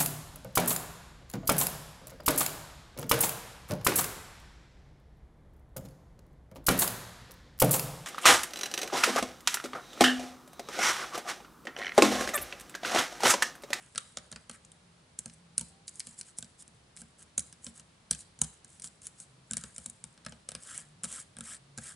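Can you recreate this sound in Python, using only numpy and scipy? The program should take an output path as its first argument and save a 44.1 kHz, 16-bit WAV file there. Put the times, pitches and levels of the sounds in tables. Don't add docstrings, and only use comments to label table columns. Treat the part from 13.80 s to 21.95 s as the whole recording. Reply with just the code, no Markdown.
import sys
import numpy as np
from scipy import signal
from scipy.fft import rfft, irfft
from scipy.io import wavfile
from scipy.ndimage import uniform_filter1d, map_coordinates

SR = 44100
rng = np.random.default_rng(int(sys.argv[2]) if len(sys.argv) > 2 else 0)


def store_pcm(level_fs):
    pcm = np.round(np.clip(level_fs, -1, 1) * 32767).astype(np.int16)
    wavfile.write(sys.argv[1], SR, np.atleast_2d(pcm).T)


N = 359415

# start_s, tick_db (nail), clack_db (wall), thump_db (body)
TOUCHES = [(0.1497, -50, -50, -58.5), (0.1586, -42.5, -39, -62), (0.179, -27.5, -30.5, -67),
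           (0.372, -34.5, -35.5, -54.5), (0.5164, -42, -49.5, -57.5), (0.5264, -46, -43, -52.5),
           (0.561, -48.5, -42, -55), (0.6966, -40.5, -42.5, -53.5), (0.7128, -48, -51, -78),
           (0.8494, -52, -62, -83), (0.9185, -51, -58, -86), (1.39, -30.5, -49.5, -56.5),
           (1.459, -38.5, -48, -50.5), (1.4984, -56.5, -53, -75), (1.7803, -20.5, -36, -50),
           (1.8112, -35.5, -45, -48.5), (2.0803, -39, -42, -99), (2.093, -45, -63, -72),
           (2.1567, -47, -73, -81), (2.1965, -33, -54, -68), (2.2034, -40.5, -37, -86),
           (2.2702, -41.5, -50, -58), (2.3903, -40.5, -68, -66), (2.412, -37.5, -41, -78),
           (2.5863, -32, -51.5, -56), (2.6261, -40, -44.5, -54.5), (2.824, -50, -61, -72),
           (2.879, -51.5, -69, -66), (3.1654, -47, -60.5, -63), (3.172, -49, -51, -73.5),
           (3.2176, -45.5, -57, -54), (3.427, -50.5, -62, -66), (3.5796, -22, -38, -48),
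           (3.5945, -32, -44, -72), (3.6048, -39, -58, -75), (3.727, -48, -55, -67.5),
           (3.845, -39.5, -74, -83), (3.8667, -42.5, -41, -50), (3.9969, -49, -54, -63),
           (4.3109, -20, -31, -43), (4.3322, -42, -41, -62), (4.349, -41, -50, -69),
           (4.5904, -47.5, -62, -60), (4.6164, -18.5, -34.5, -39), (4.6394, -39, -51, -60),
           (4.6443, -39, -47, -59), (4.8465, -48, -55.5, -64), (4.9982, -46, -55.5, -66),
           (5.021, -41.5, -54, -77), (5.0432, -37.5, -47, -59), (5.2188, -51, -61, -69),
           (5.269, -36, -50, -68), (5.4015, -42, -59, -62.5), (5.711, -30, -45.5, -45),
           (5.7342, -31.5, -40.5, -49), (5.7696, -28, -40.5, -50.5), (5.838, -39.5, -45.5, -49),
           (5.963, -42, -54, -81), (5.982, -37, -47.5, -54.5), (6.0604, -33.5, -46.5, -55),
           (6.0986, -39.5, -57, -72), (6.2405, -38, -49, -56.5), (6.3774, -61, -55.5, -72),
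           (6.4495, -52, -51.5, -69), (6.464, -43, -37.5, -46.5), (6.4948, -51, -72, -72),
           (6.523, -54.5, -48.5, -55), (6.6893, -34.5, -41, -61), (6.7182, -43.5, -45.5, -57),
           (6.7512, -38.5, -38.5, -53), (6.978, -34.5, -63, -73), (7.2356, -32.5, -45.5, -54.5),
           (7.2414, -35, -39.5, -53), (7.2457, -32.5, -46.5, -52), (7.251, -43, -47, -55),
           (7.327, -40, -62, -81), (7.401, -44.5, -68, -73), (7.568, -46.5, -51, -55.5),
           (7.5867, -41.5, -52, -55), (7.608, -38.5, -44.5, -53.5), (7.977, -39, -48, -48.5),
           (7.9849, -41, -44, -52)]

MIDDLING_DB = -37
TICK_S, THUMP_S = 0.0035, 0.02
APPROACH_S = 0.01


def from_db(db):
    return 10 ** (np.asarray(db) / 20)


def rms_one(x):
    return x / np.sqrt(np.mean(x ** 2) + 1e-20)


def loudest_one(x, span_s):
    power = uniform_filter1d(x ** 2, int(span_s * SR), mode="constant")
    return x / np.sqrt(power.max() + 1e-20)


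def at_hz(points, hz, axis=1):
    points = np.array(points)
    return np.interp(np.log(np.maximum(hz, 1)), np.log(points[:, 0]), points[:, axis])


def add(out, start_s, sound):
    i = max(round(start_s * SR), 0)
    out[i:i + len(sound)] += sound[:max(N - i, 0)]


def coloured(x, spectrum):
    gain = from_db(at_hz(spectrum, np.fft.rfftfreq(N, 1 / SR)))
    return rms_one(irfft(rfft(x) * gain, N))


def low_noise(size, rate_hz):
    low_pass = signal.butter(2, rate_hz, fs=SR, output="sos")
    return rms_one(signal.sosfilt(low_pass, rng.standard_normal(size)))


def diffuse(size):
    # pitch_hz, likeness (0-1)
    likeness = [(60, 0.98), (170, 0.98), (350, .55), (700, 0.12), (1500, 0.1), (5000, 0.27), (10000, 0.27)]
    alike = np.clip(at_hz(likeness, np.fft.rfftfreq(size, 1 / SR)), -1, 1)
    mid, side = rfft(rng.standard_normal((2, size)))
    return irfft(np.sqrt(1 + alike) * mid + np.sqrt(1 - alike) * side * [[1], [-1]], size)


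def resonate(x, modes, tilt_db, detune, vary_db):
    out = 0
    for k, (hz, width, db) in enumerate(modes):
        r = np.exp(-np.pi * width / SR)
        w = 2 * np.pi * hz * np.exp(detune * rng.normal()) / SR
        level_db = db + tilt_db * np.log2(hz / modes[0][0]) + vary_db * rng.normal()
        gain = (-1) ** k * from_db(level_db) * (1 - r * r) / 2
        out = out + gain * signal.lfilter([1, 0, -1], [1, -2 * r * np.cos(w), r * r], x)
    return out


def on_side(s):
    # time_s, place (0 = flat label, 1 = narrow side of the bottle)
    spot_path = [(0, 1), (.9, 1), (1.3, 0), (6.25, 0), (6.37, 1), (8.15, 1)]
    return np.interp(s, *np.transpose(spot_path))


def slides():
    # fastest_s (moment of top speed), length_s, hiss_db (nail), rasp_db (wall)
    strokes = [(0.022, 0.21, -64.5, -57), (0.232, 0.6, -62.5, -74), (0.746, 0.058, -56, -55),
               (1.54, 0.028, -53, -79), (2.087, 0.035, -44, -81), (2.174, 0.11, -55, -85),
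               (2.303, 0.19, -54.5, -68), (2.393, 0.051, -48, -72), (2.482, .1, -56.5, -66.5),
               (2.584, 0.038, -50, -72), (2.809, .065, -51, -79), (3.198, 0.081, -50.5, -69),
               (3.415, 0.074, -55, -64), (3.87, 0.11, -52, -64), (3.982, 0.093, -55, -65),
               (4.405, .06, -48.5, -80), (4.942, 0.16, -57.5, -73), (5.059, 0.077, -44, -67),
               (5.257, 0.083, -48, -66), (5.414, 0.1, -50, -72), (5.82, 0.29, -54.5, -58.5),
               (6.02, 0.23, -56.5, -75), (6.87, 0.17, -51, -61), (6.954, 0.21, -46, -49.5),
               (7.356, 0.21, -42.5, -50.5), (7.709, 0.18, -43.5, -50), (8.079, 0.17, -45, -51.5)]
    rise_share = 0.56
    drag_rise_s, drag_fall_s = 0.015, 0.17
    middling_drag_db, drag_follows = -67.5, 0.54
    drag_rasp_db, side_rasp_db = -9.5, 9
    rows = []
    for s, length, hiss_db, rasp_db in strokes:
        rows.append((s, rise_share * length, (1 - rise_share) * length, hiss_db, rasp_db))
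    for s, nail_db, _, _ in TOUCHES:
        hiss_db = middling_drag_db + drag_follows * (nail_db - MIDDLING_DB)
        rasp_db = hiss_db + drag_rasp_db + side_rasp_db * on_side(s)
        rows.append((s + drag_rise_s, drag_rise_s, drag_fall_s, hiss_db, rasp_db))
    return rows


def friction(catches_per_s, size_db, smooth):
    sizes = from_db(size_db * np.minimum(rng.exponential(1, N), 5)) * rng.choice([-1, 1], N)
    catches = sizes * (rng.random(N) < catches_per_s / SR)
    return rms_one(catches) + smooth * rng.standard_normal(N)


def snags(snags_per_s=35, size_db=5.5, snag_s=0.0008):
    sizes = from_db(size_db * np.minimum(rng.exponential(1, N), 3))
    releases = sizes * (rng.random(N) < snags_per_s / SR)
    fading = signal.lfilter([1], [1, -np.exp(-1 / (snag_s * SR))], releases + 1e-18)
    return rms_one(fading * rng.standard_normal(N))


def travelling(x, depth=0.48, path_s=0.0005, spread=0.25, wander_hz=8):
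    lag = SR * path_s * np.exp(spread * low_noise(N, wander_hz))
    reflection = map_coordinates(x, [np.arange(N) - lag], order=3)
    return rms_one(x + depth * reflection)


def scratches(hiss_db=-0.2, rasp_db=-0.9, swell=1.33, rasp_swell=0.99,
              judder_db=2.0, skip_db=-48, snag_db=-10):
    # (relative, per Hz)
    hiss_spectrum = [(1800, -29), (2900, -16), (4500, -11.5), (6300, -5), (7700, 3.5), (9000, 2),
                     (10300, -3.5), (12000, -12.5)]
    # (relative, per Hz)
    rasp_spectrum = [(150, -13.5), (215, -1.5), (380, -17.5), (550, -6), (900, -6.5), (1280, 2.5),
                     (1720, 2), (2500, -8), (3200, -3), (4600, -18), (8000, -9)]
    hiss_power, rasp_power = np.zeros(N), np.zeros(N)
    for fastest, rise, fall, nail_db, wall_db in slides():
        times = np.arange(-min(rise, fastest), fall, 1 / SR)
        phase = np.interp(times, [-rise, 0, fall], [0, 1, 0])
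        speed = np.sin(phase * np.pi / 2) ** swell
        add(hiss_power, fastest - rise, (from_db(nail_db + hiss_db) * speed) ** 2)
        add(rasp_power, fastest - rise, (from_db(wall_db + rasp_db) * speed ** rasp_swell) ** 2)

    firm = hiss_power / (hiss_power + from_db(skip_db) ** 2)
    skipping = rms_one(friction(catches_per_s=830, size_db=3.0, smooth=0.91))
    rubbing = rms_one(friction(catches_per_s=3000, size_db=1.0, smooth=0.7))
    nail = np.sqrt(1 - firm) * skipping + np.sqrt(firm) * rubbing + from_db(snag_db) * snags()
    nail_judder = from_db(judder_db * low_noise(N, 70))
    hiss = travelling(coloured(nail * nail_judder, hiss_spectrum))
    wall = rubbing + from_db(snag_db) * snags()
    wall_judder = from_db(judder_db * low_noise(N, 45))
    rasp = travelling(coloured(wall * wall_judder, rasp_spectrum))
    return np.sqrt(hiss_power) * hiss + np.sqrt(rasp_power) * rasp


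def contact(t, land_s, skid_s, shiver_db, shiver_t60, brush_db, brush_s):
    before, after = np.maximum(-t, 0), np.maximum(t, 0)
    blow = np.exp(-np.minimum(before / land_s + after / skid_s, 20))
    brush = from_db(brush_db) * np.exp(-before / brush_s) * (t < 0)
    shiver = from_db(shiver_db - 60 * np.minimum(after / shiver_t60, 3)) * (t >= 0)
    return np.sqrt(blow ** 2 + brush ** 2 + shiver ** 2) * rng.choice([-1, 1], len(t))


def click(nail_db, wall_db, side, clack_over_thump_db):
    # pitch_hz, width_hz, level_db (relative, before tilt)
    nail_modes = [(5930, 850, -13.5), (7450, 630, -3.5), (8850, 930, -1), (9930, 2550, -9)]
    # pitch_hz, width_hz, level_db (relative, before tilt)
    wall_modes = [(515, 150, -7), (810, 106, -11), (1160, 140, -6), (1540, 140, -1), (2300, 550, -5),
                  (2790, 310, -1), (3143, 390, -1), (4000, 294, 0.5), (5120, 810, -2)]
    t = np.arange(int(0.06 * SR)) / SR - APPROACH_S
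    on_nail = contact(t, land_s=0.000099, skid_s=0.00057, shiver_db=-13.5, shiver_t60=0.028,
                      brush_db=-19.0, brush_s=0.0015)
    on_wall = contact(t, land_s=0.00018, skid_s=0.0003, shiver_db=-9.5, shiver_t60=0.026,
                      brush_db=-28.5, brush_s=0.0033)
    tick_tilt_db = -3.5 + 0.23 * (nail_db - MIDDLING_DB) + 0.5 * side
    clack_tilt_db = -0.13 + 0.15 * clack_over_thump_db - 3.5 * side
    tick = resonate(on_nail, nail_modes, tick_tilt_db, detune=0.043, vary_db=1.0)
    clack = resonate(on_wall, wall_modes, clack_tilt_db, detune=0.055, vary_db=1.0)
    return from_db(nail_db) * loudest_one(tick, TICK_S) + from_db(wall_db) * loudest_one(clack, TICK_S)


def thump(t, body_db, push_s=0.006, vary_db=2.0, sway_gain=0.044, firm_db=-50, shell_db=-9, pad_s=0.002):
    # pitch_hz, t60_s (time to fade by 60 dB), level_db (relative)
    body_modes = [(72, .24, -14), (135, .09, -5), (172, .085, 0), (212, .085, 0)]
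    # pitch_hz, width_hz, level_db (relative)
    shell_modes = [(502, 42, 2), (650, 56, -1.5), (850, 56, -1.5), (1080, 53, -6), (1250, 80, -4.5),
                   (1595, 59, 0.5)]
    detune, sag_per_db = 0.04, 0.012
    swing, firm = 0, max(body_db - firm_db, 0)
    pitch_factor = np.exp(detune * rng.normal() - sag_per_db * firm)
    for k, (hz, t60, db) in enumerate(body_modes):
        sway_db = sway_gain * firm * (k == 0)
        fade = from_db(db + sway_db + vary_db * rng.normal() - 60 * t / t60)
        swing = swing + fade * np.sin(2 * np.pi * hz * pitch_factor * t)
    body = loudest_one(swing * (1 - np.exp(-t / push_s)), THUMP_S)
    pad = rng.standard_normal(len(t)) * np.exp(-np.minimum(t / pad_s, 20))
    knock = loudest_one(resonate(pad, shell_modes, 0, detune=0.058, vary_db=3.0), THUMP_S)
    return from_db(body_db) * (body + from_db(shell_db) * knock)


def taps(tick_db=1.5, clack_db=0.0, thump_db=0.0, lead_s=0.0004, thump_lag_s=0.0012):
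    slip_within_s, mean_slip_db, slip_spread_db = 0.022, -18, 3.5
    out, t = np.zeros(N), np.arange(int(0.2 * SR)) / SR
    for s, nail_db, wall_db, body_db in TOUCHES:
        start = s - lead_s - APPROACH_S
        side, clack_over_thump_db = on_side(s), wall_db - body_db
        add(out, start, click(nail_db + tick_db, wall_db + clack_db, side, clack_over_thump_db))
        add(out, s + thump_lag_s, thump(t, body_db + thump_db))
        slip_db = mean_slip_db + slip_spread_db * rng.normal()
        slip_start = start + slip_within_s * rng.uniform(0.11, 1)
        add(out, slip_start, click(nail_db + slip_db, wall_db + slip_db, side, clack_over_thump_db))
    return out


def room(x, build_s=0.00087, near_db=-20, near_t60=0.029, gap_s=0.0012, near_low_hz=700):
    # pitch_hz, t60_s (time to fade by 60 dB), level_db (relative)
    room_tail = [(80, .45, -24), (198, 0.15, -10.5), (503, 0.72, -12), (1510, 0.12, -9.5),
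                 (4000, 0.65, -17), (8500, 0.31, -23), (14000, 0.296, -26.5)]
    size = SR // 2
    t, hz = np.arange(size) / SR, np.fft.rfftfreq(size, 1 / SR)
    noise, response = rfft(diffuse(size)), 0
    edges = 40 * 2.0 ** np.arange(10)
    for low, high in zip(edges, edges[1:]):
        centre = np.sqrt(low * high)
        fade = from_db(-60 * t / at_hz(room_tail, centre)) * (1 - np.exp(-t / build_s))
        band = irfft(noise * ((hz >= low) & (hz < high)), size)
        level = from_db(at_hz(room_tail, centre, axis=2))
        response = response + level * band * fade / np.linalg.norm(fade)
    near_fade = from_db(-60 * t / near_t60) * (t > gap_s)
    no_bass = signal.butter(2, near_low_hz, "high", fs=SR, output="sos")
    scatter = signal.sosfilt(no_bass, diffuse(size))
    response = response + from_db(near_db) * scatter * near_fade / np.linalg.norm(near_fade)
    return signal.fftconvolve(x[None], response, axes=1)[:, :N]


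def rumble(level_db=-62):
    # (relative, per Hz)
    rumble_spectrum = [(15, -36.5), (25, -19.5), (69, -1), (169, 0.5), (212, -4.5), (311, -9.5), (545, -10),
                       (954, -12), (1140, -12.5), (1550, -15), (2450, -17), (4070, -17.5), (6440, -21.5),
                       (9440, -20.5), (11000, -28), (14300, -63.5), (22000, -120)]
    return from_db(level_db) * coloured(diffuse(N), rumble_spectrum)


def hum(width_hz=7):
    # middle_s, length_s, pitch_hz, level_db (before the swell)
    hum_tones = [(1.0, 0.73, 172, -67.5), (1.7, .6, 168, -62.5), (1.98, 0.23, 790, -73.5),
                 (5.6, 0.62, 131.6, -64.5), (7.08, .4, 151.2, -63), (7.95, 0.45, 140, -61.5)]
    out = np.zeros(N)
    for middle, length, hz, db in hum_tones:
        t = np.arange(int(length * SR)) / SR
        waver = low_noise(len(t), width_hz)
        tone = rms_one(np.sin(2 * np.pi * hz * t + waver))
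        add(out, middle - length / 2, from_db(db) * tone * np.sin(np.pi * t / length))
    return out


def scene():
    # time_s, left_minus_right_db
    place = [(0, -.8), (1, -.2), (3, -.4), (4.3, .5), (4.7, -.1), (5.6, .9), (8.1, .5)]
    bottle = taps() + scratches()
    pan_db = np.interp(np.arange(N) / SR, *np.transpose(place))
    background = rumble() + hum()
    return bottle * from_db(pan_db * [[0.5], [-0.5]]) + room(bottle) + background


def record(dry, leak_db=-26, treble_edge_hz=11020, cutoff_hz=15000):
    edge = signal.ellip(8, 0.3, 60, treble_edge_hz, fs=SR, output="sos")
    cutoff = signal.cheby1(10, 0.3, cutoff_hz, fs=SR, output="sos")
    kept = signal.sosfilt(edge, dry)
    return signal.sosfilt(cutoff, kept + from_db(leak_db) * dry)


dry = scene()
out = record(dry)
store_pcm(out)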